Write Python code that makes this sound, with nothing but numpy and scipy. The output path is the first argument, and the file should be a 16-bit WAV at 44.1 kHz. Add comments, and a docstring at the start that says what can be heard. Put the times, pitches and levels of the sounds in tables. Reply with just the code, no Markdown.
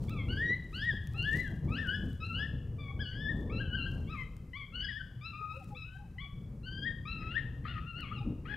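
"""Yelps over a windy field

One high canine voice yelps about twice a second over an open field at night, probably played by a lure
loudspeaker: gliding harmonics that stop near 5 kHz, with decaying noise as a long echo. The yelps drift left.
Bands of turbulent noise buffet the microphone ports over a steady hiss. The housing rustles and ticks in
the hands as enveloped noise, and a few low blips sound as gliding sines."""
import sys
import numpy as np
from scipy import signal
from scipy.fft import rfft, irfft, next_fast_len
from scipy.io import wavfile
from scipy.ndimage import uniform_filter1d

SR = 44100
rng = np.random.default_rng(int(sys.argv[2]) if len(sys.argv) > 2 else 0)


def digitize_waveform(pressure):
    """Quantize a signal to 16-bit integers and store it at the path in sys.argv[1].

    Rows of a 2-D input are taken as channels; values are limited to [-1, 1].
    """
    field = np.atleast_2d(pressure).T
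    bounded = np.clip(field, -1, 1)
    quanta = np.round(bounded * 32767).astype(np.int16)
    wavfile.write(sys.argv[1], SR, quanta)


N = 377496
TIME = np.arange(N) / SR
SIDE_SHARE = .42  # left-right difference noise against the common noise, in hiss and rustle
OPPOSITE = np.array([[1], [-1]])  # left and right in opposite phase

# where the voice breaks into a rasp: start t/s, end t/s, roughness [0-1], strong-weak depth [0-1],
# hoarse air level/dB
RASPS = [(1.76, 1.95, .22, 0, -66), (3.12, 3.17, .15, 0, -64), (4.1, 4.24, .15, 0, -70),
         (4.8, 4.93, .3, 0, -61), (6.85, 6.9, .25, 0, -63), (7.2, 7.34, .15, .15, -62),
         (7.35, 7.4, .45, 0, -53), (7.645, 7.8, .5, .8, -53), (7.98, 8.16, .3, 0, -61),
         (8.45, 8.56, .45, .3, -57)]


def undb(db):
    """Amplitude ratio of a level in dB: 20 dB for each factor of ten."""
    return 10 ** (np.asarray(db) / 20)


def unit(x):
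    """Normalises the power: scaled to rms 1."""
    return x / np.sqrt(np.mean(x ** 2))


def on_log(hz, table):
    """Interpolates (f/Hz, value) rows along log frequency, as pitch is spaced."""
    f, value = np.transpose(table)
    return np.interp(np.log(np.maximum(hz, 1)), np.log(f), value)


def shaped(x, gain):
    """Linear filtering: the spectrum is multiplied by a gain that depends on frequency."""
    size = next_fast_len(N)
    f = np.arange(size // 2 + 1) * SR / size
    return irfft(rfft(x, size) * gain(f), size)[:N]


def walk(rate):
    """Low-pass random modulation: levels held 1 / rate s, slewed twice, rms 1."""
    hold = int(SR / rate)
    steps = np.repeat(rng.standard_normal(N // hold + 1), hold)
    slewed = uniform_filter1d(uniform_filter1d(steps, hold), hold)
    return unit(slewed[:N])


def sides(x, pan_db):
    """Level-difference stereo: places a sound by its left minus right level."""
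    return x * undb(np.array([pan_db, -pan_db]).reshape(2, -1) / 2)


def bell(s, half_s):
    """Gaussian envelope: a smooth rise and fall around a moment, down to 1/e after half_s."""
    return np.exp(-((TIME - s) / half_s) ** 2)


def wind():
    """Turbulence as band noise: eddies puff the upper bands together, and each band flickers alone."""
    # level between the buffets: t/s, level/dB
    calm_levels = [(0, -37.5), (.3, -37.5), (.7, -40.5), (1.1, -41), (1.6, -41.5), (1.9, -38.5),
                   (2.2, -40.5), (2.8, -41.5), (3.15, -39.5), (3.55, -35.5), (3.85, -41), (4.5, -44),
                   (5.2, -47), (6.25, -46.5), (6.5, -42.5), (7, -41), (7.8, -41), (8.56, -42)]
    # buffets and lulls: t/s, rise level/dB, half length t/s
    buffets = [(0.05, 1.5, .05), (0.316, 3, 0.044), (0.507, 5.5, 0.013), (0.937, 7, 0.019),
               (1.205, 4, 0.058), (1.366, 6.5, 0.043), (1.525, 4, 0.026), (1.69, 6.5, 0.068),
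               (2.054, 5.5, 0.038), (2.39, 3, 0.044), (2.554, 3.5, 0.025), (3.004, 3.5, .04),
               (3.088, -4, 0.045), (3.94, 4.5, 0.14), (4.618, -3, 0.088), (5.7, 3, 0.06),
               (6.057, 2.5, 0.08), (7.907, -6, 0.043), (8.284, 6.5, 0.048)]
    # relative spectral density of the turbulence: f/Hz, level/dB per Hz
    turbulence_colour = [(12, -26), (20, -5), (69, 3), (131, 2), (274, -12.5), (381, -20.5), (479, -22.5),
                         (698, -33), (808, -34.5), (1000, -40), (1300, -44.5), (2200, -120)]
    # upper bands move more than the rumble: extra dB per dB, about the even level
    gust_slope, gust_even_db = 0.76, -41.5

    def colour(f):
        return undb(on_log(f, turbulence_colour))

    puffs, noise = walk(14), rng.standard_normal(N)
    rumble_db = np.interp(TIME, *np.transpose(calm_levels))
    rumble_db = rumble_db + sum(db * bell(s, half_s) for s, db, half_s in buffets)
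    gust_db = rumble_db + gust_slope * (rumble_db - gust_even_db)
    scale = np.std(shaped(noise, colour))

    common = np.zeros(N)
    for hz in 22 * 2 ** np.arange(0, 6.5, .5):  # centres half an octave apart
        def band_gain(f):
            octaves = np.clip(np.log2(f / hz + 1e-9), -.5, .5)
            return np.cos(np.pi * octaves) ** 2 * colour(f)

        band = shaped(noise, band_gain)
        upper = np.clip(np.log2(hz / 130) / 0.88, 0, 1)  # 0 follows the rumble, 1 the gusts
        level_db = (1 - upper) * rumble_db + upper * (gust_db + 1.58 * puffs)
        common += band * undb(level_db + 1.85 * walk(7.6)) / scale

    # the difference between the ports lacks the deepest rumble
    apart = shaped(rng.standard_normal(N), lambda f: colour(f) * f / (f + 300))
    return sides(common, 1.93) + undb(gust_db - 39.0) * unit(apart) * OPPOSITE


def hiss():
    """Stationary microphone noise, partly correlated between left and right."""
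    # relative spectral density: f/Hz, level/dB per Hz
    hiss_colour = [(530, -11.5), (900, -6.5), (1040, 0), (2430, -8), (3090, -14), (3750, -16.5),
                   (5000, -14), (14400, -20), (15800, -24.5)]
    hiss_db = -74.5  # rms of the common part

    def colour(f):
        return undb(on_log(f, hiss_colour)) * (f > 700)

    mid, side = (unit(shaped(rng.standard_normal(N), colour)) for _ in range(2))
    return undb(hiss_db) * (mid + SIDE_SHARE * side * OPPOSITE)


def housing():
    """Friction and impact noise: fingers rub the housing in small grains; now and then it ticks."""
    # rubs of the fingers: t/s, greatest rms level/dB, half length t/s
    rubs = [(.03, -64.5, 0.081), (0.37, -72, 0.22), (0.812, -68.5, 0.13), (1.23, -70, 0.19),
            (1.391, -60.5, 0.054), (1.512, -72, 0.057), (1.85, -72, 0.26), (2.08, -77.5, 0.084),
            (2.35, -75.5, 0.18), (3.38, -77, .1), (3.956, -77, 0.12), (4.177, -77.5, 0.24),
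            (5.652, -73, 0.13), (5.965, -76, 0.034), (7.978, -82, 0.031)]
    # ticks: t/s, level/dB before a 2.5 dB trim, left minus right level/dB
    ticks = [(0.0404, -52, -4), (0.0952, -41.5, -4), (1.0723, -44.5, 3), (1.1358, -53, 4),
             (1.1927, -54, -0.5), (1.2267, -46, 6), (1.2875, -54, -0.5), (1.315, -48, 0.0),
             (1.3314, -44, -2), (1.372, -41, -0.5), (1.4785, -50, 0.0), (1.872, -49, 0), (2.131, -52, 0),
             (2.267, -55, 5), (3.9167, -59, 11), (4.367, -52, 6), (5.6441, -52, 4), (8.0073, -49.5, 8)]

    def bright(f):
        return f / (f + 1500) / (1 + (f / 8000) ** 2)

    mid, side = rng.standard_normal((2, N)) * undb(3.0 * walk(150))
    out = np.array([unit(shaped(mid + sign * SIDE_SHARE * side, bright)) for sign in (1, -1)])
    out *= sum(undb(db) * bell(s, half_s) for s, db, half_s in rubs)

    t = TIME[:600]
    decay = np.exp(-t / 0.001)
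    # one-pole smoothing dulls the tick noise
    tick_noise = signal.lfilter([1], [1, -.4], rng.standard_normal((len(ticks), len(t))))
    for (s, db, pan_db), noise in zip(ticks, tick_noise):
        i = int(s * SR)
        tick = undb(db - 2.5) * noise * decay
        out[:, i:i + len(t)] += sides(tick, pan_db)[:, :N - i]
    return out


def voice():
    """Harmonics of a gliding pitch; rasps modulate size and phase, strong-weak cycles add subharmonics."""
    # one table per yelp: t/s, pitch f/Hz, throat level/dB, brightness level/dB per partial (up to two steps)
    yelp_tracks = [
        [(0.082, 1087, -63, 10), (0.12, 1358, -48, 1), (0.164, 1198, -48, -1), (0.218, 1053, -52, 3.5),
         (0.269, 1045, -50, -7)],
        [(0.281, 1310, -53.5, -2), (0.311, 1493, -41.0, 2.5), (0.363, 1564, -46, 1.5), (0.431, 1856, -44, -3),
         (0.483, 1900, -49, 7.5), (0.537, 1993, -45, -4), (0.555, 2054, -53, -2)],
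        [(0.726, 1190, -51.5, 1), (0.756, 1473, -46.0, 6), (0.79, 1552, -44.5, 4.5), (0.866, 1907, -50.5, 3.5),
         (0.89, 1876, -42.5, -3.5), (0.926, 1630, -47.5, 4), (0.98, 1783, -52.5, -1.5)],
        [(1.141, 1275, -46, 0), (1.229, 1451, -46, 6.5), (1.267, 1703, -47.5, -4.5), (1.339, 1833, -41.5, -5),
         (1.363, 1974, -59.5, 1), (1.405, 1997, -46, -1), (1.429, 1940, -58, 5), (1.451, 1735, -49.5, -11),
         (1.499, 1510, -51, -9)],
        [(1.68, 1106, -52.5, -1.5), (1.752, 1378, -39.5, 1.5), (1.788, 1772, -48.5, 4), (1.828, 1804, -49, 0),
         (1.866, 1487, -38, -22), (1.89, 1480, -33, -10.5), (1.954, 1710, -46, 2.5), (1.999, 1730, -69, 3)],
        [(2.201, 1221, -56, 8), (2.237, 1321, -40, -0.5), (2.259, 1359, -54, 8), (2.321, 1337, -40, -8),
         (2.357, 1437, -46.5, 5), (2.432, 1774, -48.0, 3), (2.468, 1788, -56, 1)],
        [(2.782, 1157, -56, -1), (2.808, 1152, -52.5, 5), (2.895, 1108, -49, -2.5), (2.919, 1148, -47.5, -3)],
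        [(2.991, 1520, -47, -3), (3.011, 1693, -49.0, 4), (3.065, 1454, -48.5, 5.5), (3.151, 1585, -52, 6),
         (3.227, 1750, -53, 6), (3.279, 1720, -43.0, 1), (3.299, 1850, -45.5, -3), (3.328, 1740, -52, -2.5)],
        [(3.496, 1090, -47, -2), (3.53, 1322, -45.5, 2.5), (3.585, 1355, -50, 7), (3.61, 1596, -42.5, -7),
         (3.67, 1522, -49.0, -7), (3.706, 1435, -51, -3), (3.74, 1458, -36.5, -9), (3.757, 1592, -36.5, -6.5),
         (3.777, 1392, -44.5, 1), (3.837, 1360, -48.5, 4), (3.85, 1368, -43, 1), (3.867, 1611, -40.5, -5),
         (3.919, 1535, -65, -4)],
        [(4.071, 1067, -61, 3), (4.111, 1288, -45, 1.5), (4.133, 1314, -42, 3.5), (4.173, 1070, -43.5, -6.5),
         (4.222, 1030, -42, -1), (4.248, 1038, -58, -5)],
        [(4.532, 972, -46, 0), (4.574, 1155, -48, 5), (4.62, 1094, -49, 2.5), (4.655, 1086, -64, -0.5)],
        [(4.721, 1270, -55, -11), (4.757, 1451, -39.5, 3), (4.777, 1514, -51, 1.5), (4.809, 1490, -45, 8),
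         (4.829, 1647, -50, 3.5), (4.852, 1668, -49.5, 9), (4.869, 1487, -51.0, 3.5), (4.893, 1925, -54.5, 2.5),
         (4.927, 1638, -50.5, 5.5), (4.969, 1750, -48, 0), (4.987, 1798, -58, 7), (4.997, 1512, -49.5, -7),
         (5.019, 1560, -35.5, -11)],
        [(5.21, 1142, -56.5, 7), (5.262, 1327, -48, 4), (5.31, 1338, -52.5, 3), (5.336, 1205, -45.5, 1),
         (5.396, 1245, -47, -2.5), (5.45, 1235, -37.5, -10), (5.521, 1266, -42, 2), (5.569, 1358, -52.5, -3.5)],
        [(5.747, 1130, -55.5, 3), (5.775, 1307, -55, 8.5), (5.835, 1283, -56.5, 7.5), (5.865, 1460, -57.0, -10),
         (5.913, 1513, -55, -11.5), (5.978, 1550, -57, -6.5)],
        [(6.182, 984, -46.5, 1.5), (6.216, 1119, -48.5, 3.5), (6.256, 1125, -46, 2), (6.278, 1128, -48.0, -9),
         (6.3, 1110, -64, 4)],
        [(6.631, 1310, -56, 3.5), (6.663, 1504, -49.5, 4.5), (6.82, 1614, -51.5, 4.5), (6.842, 1610, -48, 6),
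         (6.866, 1905, -49, -5), (6.894, 1786, -49, 1), (6.918, 1860, -54, 2)],
        [(7.052, 1140, -42.5, 1), (7.08, 1296, -45.5, 3), (7.116, 1357, -47.5, 5), (7.196, 1282, -47.5, 1),
         (7.287, 1297, -42.5, 0), (7.335, 1434, -46, -1.5), (7.373, 1836, -45.5, -1.5), (7.403, 1770, -57.5, 0),
         (7.419, 1835, -63.5, 4)],
        [(7.651, 1186, -46, -12), (7.673, 1308, -47.5, -3), (7.7, 1460, -44.5, -8), (7.746, 1367, -45, -1),
         (7.766, 1235, -39, -11), (7.808, 1245, -50, -11), (7.896, 1392, -43.5, -5), (7.94, 1330, -45.0, -4),
         (8.0, 1480, -46, 2.5), (8.058, 1080, -49.5, -4), (8.1, 1091, -57, 4.5), (8.124, 1238, -33.5, -18),
         (8.141, 1474, -56, 0.5), (8.199, 1216, -49.5, 5)],
        [(8.451, 1160, -58, 4), (8.463, 1258, -45, -12), (8.501, 1650, -50, -5), (8.549, 1690, -49.5, -2)],
    ]
    # colour of mouth and loudspeaker on every partial: f/Hz, level/dB
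    mouth = [(1000, -24), (1200, -3.5), (1450, -11.5), (1620, 3.5), (1900, 14.5), (2200, 9), (2450, -1),
             (2750, 10.5), (2950, 10), (3100, 2), (3350, 8), (3700, -6), (4000, 1.5), (4400, -4),
             (5100, -0.5), (5600, -18), (6200, -12.5), (7500, -40)]
    # each partial at the throat against the yelp's level: level/dB
    partials_db = [0.5, -12, -20.5, -31, -38.5]
    patchy_db = 1.1  # spread per partial number, up to the third: each partial breaks up on its own

    rough, halved = np.full(N, .13), np.zeros(N)
    for t0, t1, share, depth, _ in RASPS:
        rasp = slice(int(t0 * SR), int(t1 * SR))
        rough[rasp], halved[rasp] = share, depth
    rough, halved = uniform_filter1d(rough, size=400), uniform_filter1d(halved, size=400)

    # random modulators of phase, size, pitch and level
    shake, throb, tremble, quaver = walk(260), walk(220), walk(70), walk(60)
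    patches = [walk(45) for _ in partials_db]
    out = np.zeros(N)
    for track in yelp_tracks:
        s, *columns = np.transpose(track)
        i = np.arange(int(s[0] * SR), min(int(s[-1] * SR), N))
        hz, db, bright_db = (np.interp(TIME[i], s, column) for column in columns)
        hz = uniform_filter1d(hz, size=300) * (1 + .008 * tremble[i])
        phase = 2 * np.pi * np.cumsum(hz) / SR + rough[i] * shake[i]

        tone = np.zeros(len(i))
        for k, partial_db in enumerate(partials_db, 1):
            level_db = db + partial_db + min(k - 1, 2) * bright_db
            level_db = level_db + on_log(k * hz, mouth)
            level_db = level_db + min(k, 3) * patchy_db * patches[k - 1][i]
            tone += undb(level_db) * np.sin(k * phase)

        edges = np.clip(np.minimum(TIME[i] - s[0], s[-1] - TIME[i]) / .004, 0, 1)  # 4 ms ramps
        unsteady = undb(2. * quaver[i]) * (1 + rough[i] * throb[i])
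        unsteady = unsteady * (1 + halved[i] * np.sin(phase / 2))  # strong and weak cycles alternate
        out[i] += np.sqrt(2) * tone * edges * unsteady
    return out


def hoarse():
    """Resonance excited by noise: turbulent throat air in coarse spurts wherever the voice breaks."""
    # throat resonances: f/Hz, width f/Hz, level/dB
    throat = [(1900, 460, 5), (3150, 150, -3), (4200, 620, -19)]

    def rings(f):
        return sum(undb(db) / (1 + (2 * (f - hz) / width) ** 2) for hz, width, db in throat)

    air = np.zeros(N)
    for t0, t1, _, _, db in RASPS:
        air[int(t0 * SR):int(t1 * SR)] = undb(db)
    spurts = undb(4. * walk(110))
    turbulence = unit(shaped(spurts * rng.standard_normal(N), rings))
    return uniform_filter1d(air, size=1000) * turbulence


def echoes(x):
    """Reverberation as convolution with decaying noise: a near tail dies fast, a far one lingers."""
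    # tails before onset and colour: energy level/dB, time to fall 60 dB t/s
    decays = [(-5, 0.32), (-9, 0.85)]
    # echo against direct sound, which beams its strongest band forward: f/Hz, level/dB
    echo_colour = [(1100, -2), (1550, -3), (1800, -8), (2000, -10), (2300, -1), (3000, 2), (4000, -2),
                   (5500, -5)]
    onset_s = .01  # time constant of the build-up

    t = TIME[:SR * 3 // 2]
    # the divisor gives each decay unit energy
    tail = sum(undb(db - 60 * t / t60_s) / np.sqrt(t60_s * SR / np.log(1e6)) for db, t60_s in decays)
    tail = tail * rng.standard_normal(len(t)) * (1 - np.exp(-t / onset_s))
    reverberant = signal.fftconvolve(x, tail)[:N]
    return shaped(reverberant, lambda f: undb(on_log(f, echo_colour)))


def yelps():
    """Acoustic shadowing: both ports hear one voice; the housing shades the right, most near 1900 Hz."""
    # drift before the share by pitch: t/s, left minus right level/dB
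    drift = [(0, .5), (.66, 1.5), (1.29, 3.5), (4.1, 4.5), (5.6, 5.5), (6.5, 4.5), (8.56, 6)]
    # how much of the drift each frequency takes: f/Hz, share [ratio]
    drift_share = [(1000, 1.2), (1900, 2.2), (2800, 1.15), (5000, 1.4)]
    speaker_low_hz = 890  # the small loudspeaker gives no bass

    def speaker(f):
        return 1 / np.sqrt(1 + (speaker_low_hz / (f + 1)) ** 12)

    direct = shaped(voice() + hoarse(), speaker)
    heard = direct + echoes(direct)
    # tanh turns a level difference into the side-to-middle ratio
    lean = np.tanh(np.log(10) / 40 * np.interp(TIME, *np.transpose(drift)))
    side = lean * shaped(heard, lambda f: on_log(f, drift_share))
    return np.array([heard + side, heard - side])


def blips():
    """Linear chirps under half-sine envelopes, with random amplitude modulation as flutter."""
    # short low blips: t/s, peak level/dB before flutter and panning, start f/Hz, end f/Hz, length t/s
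    chirps = [(1.136, -57.5, 828, 760, 0.055), (2.87, -62, 781, 804, 0.095), (5.397, -63, 920, 803, 0.092),
              (5.402, -59, 406, 454, 0.026), (5.505, -60, 743, 1060, .07), (5.533, -54.5, 494, 573, 0.082),
              (5.596, -58, 840, 710, 0.047), (5.7, -53.5, 843, 800, 0.061), (5.726, -55, 522, 478, 0.072),
              (5.944, -61, 728, 804, 0.036), (5.982, -54, 844, 797, 0.062), (6.037, -62, 914, 687, 0.061),
              (6.148, -64, 722, 865, 0.039), (6.24, -63, 840, 646, 0.038), (8.154, -61, 840, 820, 0.037),
              (8.199, -52, 823, 812, 0.041)]
    out = np.zeros(N)
    for s, db, from_hz, to_hz, length in chirps:
        t = TIME[:int(length * SR)]
        i = int(s * SR)
        phase = 2 * np.pi * t * (from_hz + (to_hz - from_hz) * t / length / 2)
        out[i:i + len(t)] += undb(db) * np.sin(np.pi * t / length) * np.sin(phase)
    return sides(out * undb(3. 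* walk(90)), 5.4)


def scene():
    """Superposition of wind, hiss, hands, yelps and blips at the two ports."""
    return wind() + hiss() + housing() + yelps() + blips()


def record(dry):
    """Band limiting: the recorder cuts the top with a steep elliptic low-pass."""
    top_hz = 15650
    lowpass = signal.ellip(10, .2, 60, top_hz, fs=SR, output="sos")  # .2 dB ripple, 60 dB stopband
    return signal.sosfilt(lowpass, dry)


dry = scene()
out = record(dry)
digitize_waveform(out)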